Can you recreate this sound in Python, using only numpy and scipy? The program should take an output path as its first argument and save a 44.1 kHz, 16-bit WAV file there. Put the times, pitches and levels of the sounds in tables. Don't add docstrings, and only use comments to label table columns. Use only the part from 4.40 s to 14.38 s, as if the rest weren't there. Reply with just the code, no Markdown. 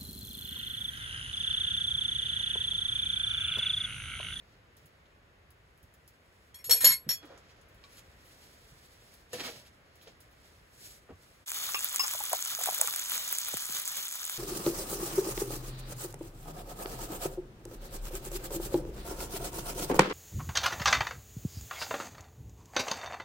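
import sys
import numpy as np
from scipy import signal
from scipy.fft import rfft, irfft, next_fast_len
from scipy.io import wavfile
from scipy.ndimage import uniform_filter1d, minimum_filter1d

SR = 44100
rng = np.random.default_rng(int(sys.argv[2]) if len(sys.argv) > 2 else 0)


def pcm_store(signal):
    levels = np.round(np.clip(np.atleast_2d(signal), -1, 1) * 32767)
    wavfile.write(sys.argv[1], SR, levels.astype(np.int16).T)


def magnitude_from_level(level_db):
    exponent = np.asarray(level_db, float) / 20
    return 10 ** exponent


N = 440118
T = np.arange(N) / SR
M = next_fast_len(N, True)
TAIL = T[:SR // 2]
CUT_S = 7.058


def unit(x):
    return x / np.sqrt(np.mean(x ** 2))


def band(x, lo_hz, hi_hz):
    sos = signal.butter(2, [lo_hz, min(hi_hz, .45 * SR)], "band", fs=SR, output="sos")
    return signal.sosfilt(sos, x)


def colour(x, points):
    hz, db = np.transpose(points)
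    f = np.fft.rfftfreq(M, 1 / SR) + 1
    gain = magnitude_from_level(np.interp(np.log(f), np.log(hz), db))
    return irfft(rfft(x, M) * gain, M)[..., :N]


def walk(rate):
    k = int(SR / rate)
    steps = np.repeat(rng.standard_normal(N // k + 1), k)
    return uniform_filter1d(uniform_filter1d(steps, k), k)[:N]


def add(out, s, x):
    i = int(s * SR)
    out[i:i + len(x)] += x[:N - i]


def fade(t60):
    return np.exp(-np.log(1000) * TAIL / max(t60, .002))


def ring(x, hz, t60):
    r, w = np.exp(-np.log(1000) / (min(t60, .6) * SR)), 2 * np.pi * hz / SR
    return signal.lfilter([np.sin(w)], [1, -2 * r * np.cos(w), r * r], x)


def snap(hz, cycles):
    t = np.arange(-64, 65) / SR
    return np.exp(-(t * hz / cycles) ** 2) * np.cos(2 * np.pi * hz * t)


def grains(rate, scatter_db, channels=1):
    u = rng.random((2, channels, N))
    hit = np.abs(u[0] - .5) < rate / SR / 2
    size_db = scatter_db * np.minimum(-np.log(1 - u[1]), 4)
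    return hit * np.sign(u[0] - .5) * magnitude_from_level(size_db)


def spread(x, lag, alike):
    alike = np.clip(alike, 0, 1)
    shared = np.array([np.roll(x[0], lag), x[0]])
    return np.sqrt(alike) * shared + np.sqrt(1 - alike) * x[1:]


def place(x, lag, pan_db, wet_db, t60=0.091):
    ear = band(rng.standard_normal((2, 4096)), 350, 19000) * fade(t60)[:4096]
    ear *= magnitude_from_level(wet_db) / np.sqrt(np.sum(ear[0] ** 2))
    ear[:, :40] = 0
    ear += np.sinc(np.arange(4096) - 12 - np.array([[lag / 2], [-lag / 2]]))
    return signal.fftconvolve(x[None], ear, axes=1)[:, 12:N + 12] * magnitude_from_level([[pan_db / 2], [-pan_db / 2]])


# (frequency [Hz], level [dB per Hz])
STOVE_SPECTRUM = [(15, -36), (36, 2), (76, 2.5), (223, -11), (531, -10.5), (818, -17), (1900, -16),
                  (6920, -36), (9070, -39.5), (10700, -38), (16000, -44.5)]


def stove():
    mid, side = colour(rng.standard_normal((2, N)), STOVE_SPECTRUM)
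    side = colour(side, [(60, -15), (300, -11), (700, 0), (1400, 0.5)])
    flutter = band(mid, 30, 170) * (magnitude_from_level(2.5 * walk(9)) - 1)
    level_db = -61.2 + 1.0 * walk(1)
    return (mid + flutter + side * np.array([[1], [-1]])) / np.std(mid) * magnitude_from_level(level_db)


# (time of peak [s], treble level [dB], swell over 20 dB [s], sinking over 20 dB [s], weight [dB])
MOVES = [(0.09, -78, .15, .3, 2), (0.37, -74, .015, .4, -2), (1.48, -82, .8, .6, -8),
         (2.12, -75.5, 1.5, .02, -8), (2.84, -76, .04, .6, 9), (3.55, -72, .5, .4, -2),
         (3.99, -64.5, .6, 1.8, -5), (4.74, -68, 1.2, .2, -5), (4.94, -50, .02, .14, .3),
         (4.99, -51, .04, .1, 1), (5.007, -49, .02, .06, 1), (5.042, -47, .025, .15, 0),
         (5.085, -48, .1, .11, -.7), (5.138, -54, .06, .09, 0), (5.57, -77, .015, .4, -9),
         (5.69, -70.5, .3, .1, 4), (5.81, -67.5, .017, .09, -7), (6.05, -65, .17, .3, -4),
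         (6.47, -52.5, .18, .15, -12), (6.87, -65, .23, .4, -8)]


def rustle():
    s, db, rise, fall, weight_db = (c[:, None] for c in np.transpose(MOVES))
    t = T[::64]
    move_db = db - 20 * np.maximum((s - t) / rise, (t - s) / fall)

    def gain(extra_db):
        return np.interp(T, t, np.sqrt(np.sum(magnitude_from_level(move_db + extra_db) ** 2, axis=0)))

    slips = grains(rate=4800, scatter_db=1.0, channels=3) * magnitude_from_level(2.0 * walk(40))
    treble = [(2500, -14.5), (4500, -2), (9000, 3), (16000, -5)]
    high = unit(colour(spread(slips, 4, .4), treble))
    middle = unit(band(spread(slips, 4, 0.35), 1100, 5800))
    low = unit(band(spread(slips, 4, 1.0), 100, 820))
    cloth = gain(0) * high + gain(weight_db) * middle + gain(1.3 * weight_db - 3) * low
    return magnitude_from_level(4.5 + np.array([[-1.1], [1.1]])) * cloth


# (time [s], peak level [dB], centre frequency [Hz])
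TICKS = [(0.368, -58, 10400), (0.4584, -58.5, 10400), (0.6569, -69, 3540), (1.1054, -59, 11000),
         (1.3763, -66, 10900), (1.4294, -61, 11200), (1.5389, -59.5, 11300), (1.6773, -53, 11200),
         (2.829, -62, 4370), (2.8539, -59, 11900), (2.8694, -73, 4160), (2.9772, -58, 6500),
         (3.213, -62, 7320), (3.287, -64, 11900), (3.3453, -65, 10400), (3.4394, -54.5, 3890),
         (4.7406, -57, 10400), (4.9316, -39, 7260), (5.0033, -46, 2800), (5.5562, -60.5, 10600),
         (5.6136, -60, 3560), (5.674, -52.5, 3590), (5.8047, -55.5, 10400)]


def ticks():
    out = np.zeros(N)
    for s, db, hz in TICKS:
        tail = unit(band(rng.standard_normal(len(TAIL)), hz / 3.0, hz * 1.78)) * fade(.095)
        add(out, s, magnitude_from_level(db - 3) * tail)
        add(out, s - .001, magnitude_from_level(db + 14.5) * snap(hz, 1.0))
    return out


# (time [s], peak level [dB], centre frequency [Hz])
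THUDS = [(0.431, -53, 91.5), (1.43, -49, 71.6), (2.289, -39, 485), (2.339, -45, 470), (2.438, -35.5, 521),
         (2.498, -43, 151), (2.665, -38.5, 153), (2.831, -49.5, 300), (2.9, -47, 543), (3.549, -57, 61.9),
         (4.317, -53, 131.6), (4.932, -41.5, 498), (4.999, -45, 298), (5.075, -44, 470), (5.668, -52, 439),
         (6.688, -46, 390), (6.72, -44, 85)]


def thuds():
    out = np.zeros(N)
    env = fade(.13) * (1 - fade(.02))
    for s, db, hz in THUDS:
        rough = unit(band(rng.standard_normal(len(TAIL)), hz / 1.2, hz * 1.6))
        add(out, s, magnitude_from_level(db + 1.5) * env * (np.sin(2 * np.pi * hz * TAIL) + 0.7 * rough))
    return out


# (time [s], frequency [Hz], level [dB], decay t60 [s])
RINGS = [(2.143, 3320, -52.5, .25), (2.145, 5550, -55, .15), (2.31, 5545, -20, 0.19),
         (2.502, 1908, -41, 0.33), (2.5, 7776, -47, 0.32), (2.46, 1048, -43, .26), (2.447, 6940, -30, .22),
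         (2.447, 5530, -27, .16), (7.596, 5120, -24, .14), (2.691, 3347, -43, .47),
         (2.691, 4376, -42, 0.22), (2.691, 2470, -54, .4), (2.692, 5550, -29.5, 0.15),
         (3.44, 1120, -56, 0.13), (3.44, 2330, -56, 0.064), (3.44, 3920, -60.5, .09),
         (3.44, 5360, -59, .04), (2.446, 11333, -21, .16), (2.488, 11340, -22, .17),
         (2.46, 11390, -28, .15), (2.31, 11320, -21, .08), (2.452, 4376, -31, .2), (2.446, 6905, -25, .1),
         (2.52, 6900, -37, .1), (2.692, 520, -47, .12), (2.694, 660, -50, .1), (4.932, 495, -40, .14),
         (4.931, 1250, -42, .035), (4.931, 1810, -42, .05), (4.932, 2756, -44, .04),
         (4.984, 1810, -47, .08), (5.003, 1880, -43, .04), (5.037, 2260, -42, .06), (5.052, 2170, -41, .04),
         (5.068, 2080, -43, .06), (6.702, 275, -42, .09), (6.706, 780, -52, .06), (6.73, 1130, -56, .05),
         (7.345, 5150, -36, .07), (7.365, 2720, -33, .14), (7.37, 2480, -37, .08), (7.605, 5150, -23, .06),
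         (7.596, 1110, -32, .07), (7.6, 2750, -34, .13)]


def rings():
    out = np.zeros(N)
    for s, hz, db, t60 in RINGS:
        add(out, s, magnitude_from_level(db) * fade(t60) * (1 - fade(.006)) * np.sin(2 * np.pi * hz * TAIL))
    return out


# (time [s], level [dB], plate share [dB], chatter time [s])
FORK_TOUCHES = [(2.144, -39, -11, 0.0083), (2.1874, -49, -1.5, 0.013), (2.2428, -31, -30.5, 0.019),
                (2.2956, -14.5, -16, 0.0094), (2.3093, -10, -21, 0.0083), (2.3344, -22, -19, 0.0098),
                (2.3594, -22, -18, 0.019), (2.4068, -17, -13, 0.029), (2.4447, -6, -25, 0.012),
                (2.463, -13.5, -16, 0.018), (2.487, -15, -16, 0.035), (2.6907, -19, -15.5, 0.022)]
# (frequency [Hz], level [dB])
FORK_MODES = [(1055, -19.5), (1916, -16.5), (2153, -10.5), (2433, -16), (3318, -12), (4112, -11.5),
              (4376, -1.2), (5017, -17.5), (5534, -0.5), (6696, -11.5), (6910, -3), (7838, -11.5),
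              (8118, -2), (8613, -2), (8957, -16), (9216, -4), (9711, -4), (10120, -12), (10615, -16.5),
              (10874, -14), (11335, -0.5), (11627, -10.5), (12618, -10), (13070, -5.5), (13479, -16.5),
              (14298, -13.5), (14642, -17), (14879, -12.5), (15353, -19.5), (15525, -14)]


def fork():
    out = np.zeros(N)
    for s, db, plate_db, hold in FORK_TOUCHES:
        chance = rng.standard_normal((3, len(TAIL)))
        chatter = chance[0] * (np.abs(chance[1]) > 1.2) * 0.13
        chatter *= np.exp(-np.log(1000) * np.maximum(TAIL - hold, 0) / 0.13)
        chatter *= 1 + 2.0 * fade(0.021)
        chatter *= 1 - fade(.003)
        chatter[0] = .8
        body = magnitude_from_level(19) * band(chatter, 3000, 15500)
        body += magnitude_from_level(plate_db + 18) * band(band(chatter, 1200, 3200), 1000, 3500)
        for k, (hz, mode_db) in enumerate(FORK_MODES):
            pair = ring(chatter, hz, 0.079) + 0.69 * ring(chatter, hz + 110 * chance[2, -k - 1], 0.081)
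            share_db = (hz < 3000) * (plate_db + 17)
            body += magnitude_from_level(mode_db + 3.0 * chance[2, k] + share_db) * pair
        add(out, s, magnitude_from_level(db - 22.5) * band(band(body, 950, 19000), 950, 19000))
    return out


# (time [s], level [dB], half
# length [s], centre frequency [Hz])
SWISHES = [(2.841, -56.5, 0.017, 890), (2.93, -58.5, 0.075, 650), (3.104, -63.5, .02, 3000),
           (3.531, -62.5, 0.037, 6000), (3.583, -54.5, 0.022, 5600), (3.87, -64.5, 0.027, 8000),
           (5.061, -44, 0.035, 2230), (5.27, -60, 0.019, 4500), (5.629, -61, 0.016, 8500),
           (5.92, -68, .015, 9000), (6.703, -55, 0.015, 620), (5.007, -41.5, 0.011, 1900),
           (2.31, -52.5, .03, 119.8), (2.464, -49, 0.045, 120.2)]


def swishes():
    out, t = np.zeros(N), T[:8820]
    for s, db, half_s, hz in SWISHES:
        chance = rng.standard_normal((2, len(t)))
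        grain = unit(band(chance[0] * chance[1] ** 2, hz / 3.9, hz * 2.1))
        add(out, s - .1, magnitude_from_level(db) * grain * np.exp(-((t - .1) / half_s) ** 2))
    return out


# (frequency [Hz], width [Hz], level [dB])
PAN_MODES = [(1320, 260, 3), (1630, 200, 1), (2350, 130, 3), (2640, 150, -6), (3540, 210, 3),
             (4510, 150, 2)]


def iron(x):
    f = np.fft.rfftfreq(M, 1 / SR)
    gain_db = sum(db / (1 + (2 * (f - hz) / width) ** 2) for hz, width, db in PAN_MODES)
    return irfft(rfft(x, M) * magnitude_from_level(gain_db), M)[..., :N]


# (frequency [Hz], level [dB per Hz])
FAT_SPECTRUM = [(350, -13), (1250, -5), (2600, -4.5), (3560, 1.5), (5130, -3.5), (6800, 1), (8420, -3),
                (9230, 4), (10300, -1.5), (16000, 1.5)]


def sizzle():
    loudest_s = max(POPS, key=lambda row: row[1])[0]
    spit_db = 6 * (T > loudest_s) * np.exp(-np.abs(T - loudest_s) / .03)
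    peak_s, swell, sag = 8.45, 1.4, 2.2
    db = -37.1 - np.maximum(swell * (peak_s - T), sag * (T - peak_s))
    hiss = spread(unit(grains(rate=9000, scatter_db=2.5, channels=3)), -5, .5)
    crackle = np.zeros(N)
    for hz in (1300, 2800, 5500, 8000, 11000, 14500):
        bursts = np.convolve(grains(rate=260, scatter_db=3.5)[0], snap(hz, 0.81), "same")
        crackle += unit(bursts) * np.sqrt(hz / 8000)
    bed = hiss * magnitude_from_level(3.1 * walk(35)) + magnitude_from_level(-1.2) * place(unit(crackle), -6, 0, -7, 0.014)
    fat = iron(colour(bed, FAT_SPECTRUM))
    high = band(fat, 5000, 19000)
    return (magnitude_from_level(spit_db) * high + magnitude_from_level(3.0) * (fat - high)) / np.std(high) * magnitude_from_level(db + 0.5)


def small_pops():
    u = rng.random((110, 4)).T
    s = CUT_S + .05 + (N / SR - CUT_S - .1) * u[0]
    peak_db, hz = -30 + 5.5 * u[1], 6300 + (12500 - 6300) * u[2]
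    low_db = -18 + 12 * (u[3] - .5)
    return np.transpose([s, peak_db, hz, low_db]).tolist()


# (time [s], peak level [dB], centre frequency [Hz], low part relative to peak [dB])
POPS = [(7.118, -18, 8650, -12), (7.4454, -11, 12500, -29), (7.5609, -12, 8700, -18),
        (7.5957, -19, 7860, -16), (7.681, -17.5, 7440, -14), (7.7368, -20, 10400, -16),
        (7.9318, -11.5, 9300, -21), (8.0256, -17.5, 7160, -22), (8.1505, -19.5, 6500, -16),
        (8.2377, -14, 8500, -19), (8.2592, -13.5, 9900, -16), (8.3115, -19, 10500, -25),
        (8.3472, -14.5, 10400, -23), (8.3805, -19.5, 9840, -15), (8.4125, -8.5, 8400, -25),
        (8.4146, -5, 9000, -21), (8.475, -14.5, 8550, -16), (8.538, -20.5, 9550, -8.5),
        (8.5622, -14.5, 9800, -20), (8.7196, -15.5, 13100, -12.5), (8.7789, -17.5, 7300, -14),
        (8.9268, -11.5, 13200, -18), (8.9857, -13, 8400, -24), (9.0855, -18.5, 11300, -13.5),
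        (9.1709, -18, 9800, -11.5), (9.3998, -20, 10700, -16), (9.4778, -17, 8200, -21),
        (9.5703, -19, 9350, -18), (9.8524, -18, 9300, -28), (9.8973, -18, 9300, -13.5)]
# (time [s], peak level [dB], centre frequency [Hz])
CRACKS = [(7.0812, -27, 6900), (7.0882, -26, 11300), (7.1047, -22, 7600), (7.392, -21, 8100),
          (7.414, -24, 9000), (7.4883, -23, 7500), (7.4945, -24, 9000), (7.5457, -21, 11500),
          (7.6737, -21, 7500), (7.7118, -22, 7600), (7.7916, -21, 10900), (7.8385, -18, 13000),
          (7.8964, -20, 12100), (8.051, -20, 7600), (8.2147, -22, 11600), (8.2402, -17, 8000),
          (8.3015, -22, 9000), (8.5968, -21, 7000), (8.3314, -23, 8000), (8.3873, -19, 8500),
          (8.4995, -22, 11900), (8.5279, -20.5, 11500), (8.5938, -20, 8000), (8.6986, -19, 11400),
          (8.7559, -21.5, 12000), (8.8781, -23, 11700), (8.9126, -22, 11800), (8.952, -21, 7500),
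          (9.0163, -22, 7400), (9.0488, -22, 8100), (9.0912, -21, 12000), (9.1415, -20, 7600),
          (9.1767, -22, 11000), (9.2234, -22, 9000), (9.2553, -21, 8500), (9.3246, -20, 8000),
          (9.3695, -21, 7600), (9.4195, -23, 10000), (9.4548, -21, 8400), (9.5187, -23, 11600),
          (9.6828, -22, 7900), (9.7262, -23, 8300), (9.7562, -22, 11500)]


def pops():
    out = np.zeros(N)
    cracks = [(*row, -19) for row in CRACKS]
    for s, peak_db, hz, low_db in POPS + cracks + small_pops():
        puff = snap(1590, 0.54) + 1.2 * snap(3600, .7)
        click = snap(hz, 1.05) + 0.45 * snap(15000, 1.6) + magnitude_from_level(low_db - 2.5) * puff
        add(out, s - 64 / SR, magnitude_from_level(peak_db + 2.5) * click)
    return out


# (time [s], peak level [dB], pitch [Hz], decay t60 [s])
KNOCKS = [(7.289, -38.5, 1170, 0.05), (7.542, -41, 1154, 0.05), (7.642, -37, 1046, 0.095),
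          (7.734, -39.5, 1095, 0.05), (7.749, -31.5, 697, 0.026), (7.805, -36, 830, 0.041),
          (7.84, -45, 1160, 0.05), (7.916, -38, 700, 0.057), (7.931, -19, 695, 0.029),
          (7.949, -39, 720, 0.034), (8.058, -41, 1320, .03), (8.188, -41.5, 683, 0.11),
          (8.205, -40, 1110, .04), (8.211, -38, 720, 0.04), (8.272, -31, 716, 0.037),
          (8.282, -35, 1080, .05), (8.287, -24, 692, 0.025), (8.322, -43, 680, 0.05),
          (8.365, -41, 1540, .025), (8.395, -42, 614, .04), (8.413, -33, 668, 0.054),
          (8.429, -40, 1095, 0.063), (8.444, -41, 1073, 0.059), (8.44, -46, 480, .05),
          (8.48, -32, 1180, 0.03), (8.537, -40, 1510, .02)]


def knocks():
    out = np.zeros(N)
    for s, db, hz, t60 in KNOCKS:
        env = fade(t60) * (1 - fade(0.005))
        tone = np.sin(2 * np.pi * hz * TAIL) + .3 * np.sin(2 * np.pi * 1.6 * hz * TAIL)
        rough = unit(band(rng.standard_normal(len(TAIL)), hz / 1.3, hz * 1.55))
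        add(out, s, magnitude_from_level(db + 3.5) * env * (tone + 0.55 * rough))
    return out


# (time [s], low level [dB], middle level [dB], high level [dB])
CLINKS = [
    (7.3447, -37, -29, -38.5),
    (7.5949, -39.5, -37, -31),
    (7.6345, -46, -42.5, -35),
]
# (frequency [Hz], decay t60 [s])
CLINK_MODES = [
    [(1090, 0.08), (1180, 0.097)],
    [(2450, 0.04), (2740, 0.09)],
    [(5120, 0.05), (5200, 0.018)],
]


def clinks():
    out = np.zeros(N)
    for s, *dbs in CLINKS:
        chatter = rng.standard_normal(len(TAIL)) * fade(0.06) * 0.15
        chatter[0] = 1
        add(out, s, magnitude_from_level(dbs[0] + 26) * band(band(chatter, 1000, 5500), 1000, 5500))
        for db, modes in zip(dbs, CLINK_MODES):
            add(out, s, magnitude_from_level(db - 2.5) * sum(ring(chatter, hz, t60) for hz, t60 in modes))
    return out


# (time [s], level [dB], first frequency [Hz], last frequency [Hz], decay t60 [s])
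PLOPS = [
    (9.138, -34, 910, 107, 0.073),
    (9.294, -47.5, 494, 130, 0.097),
]


def plops():
    out = np.zeros(N)
    for s, db, hz0, hz1, t60 in PLOPS:
        hz = hz1 + (hz0 - hz1) * fade(0.0265)
        add(out, s, magnitude_from_level(db) * fade(t60) * np.sin(2 * np.pi * np.cumsum(hz) / SR))
    return out


def scene():
    air = stove()
    cloth = rustle()
    free = rings()
    small = place(ticks() + thuds() + swishes(), 2.8, -1.5, -3.5)
    near = cloth + small + place(fork() + free, 2.0, 1.0, -3)
    handled = band(knocks() + clinks(), 390, 13000) + plops()
    pan = sizzle() + place(pops(), -5, .3, -6, .012)
    pan += place(handled, 6.2, 0.67, -8, .06) + place(free, -1.5, 0, -9)
    out_gain = np.clip((CUT_S - T) / 0.027, 0, 1)
    in_gain = np.clip((T - CUT_S) / 0.021, 0, 1)
    return (near + air) * out_gain + (pan + air * magnitude_from_level(-8)) * in_gain


def joint(x, margin_db):
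    _, _, z = signal.stft([x[0] + x[1], x[0] - x[1]], nperseg=2048)
    edges = np.unique((1024 * (np.arange(13, 53) / 60) ** 1.9).astype(int))
    power = np.add.reduceat(np.abs(z) ** 2, edges, axis=1) + 1e-18
    lead_db = uniform_filter1d(10 * np.log10(power[0] / power[1]), size=3)
    doubt = 6.0 * uniform_filter1d(rng.standard_normal((2, *lead_db.shape)), size=5)
    loud = np.abs(np.diff(x[0], prepend=0))
    crest = -minimum_filter1d(-loud, size=1024) / uniform_filter1d(loud, size=2048)
    calm = np.interp(np.arange(z.shape[2]) * 1024, np.arange(N), crest) < 14.5
    keep = 1 - (np.array([-lead_db, lead_db]) + doubt > margin_db) * calm
    z[:, edges[0]:] *= np.repeat(keep, np.diff(edges, append=1025), axis=1)
    total, difference = signal.istft(z, nperseg=2048)[1][:, :N]
    return np.array([total + difference, total - difference]) / 2


def top_cut(x):
    return signal.sosfilt(signal.butter(12, 17140, fs=SR, output="sos"), x)


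def record(dry):
    mono_hz, spread_hz, in_phase_hz = 6220, 4560, 6813
    f, spectrum = np.fft.rfftfreq(M, 1 / SR), rfft(dry, M)
    share = np.clip((f - mono_hz) / 500 + .5, 0, 1)
    turn = np.exp(1j * np.pi * (f - in_phase_hz) / spread_hz * np.array([[-1], [1]]))
    high_cut = magnitude_from_level(-60 * np.clip((f - 15750) / 250, 0, 1))
    low_cut = f ** 3 / (f ** 3 + 36 ** 3)
    mixed = spectrum * (1 - share) + share * (spectrum[0] * turn + 0.2 * spectrum[1])
    heard = irfft(mixed * high_cut * low_cut, M)[:, :N]
    finished = joint(heard, margin_db=8.5)
    return top_cut(finished)


dry = scene()
out = record(dry)
pcm_store(out)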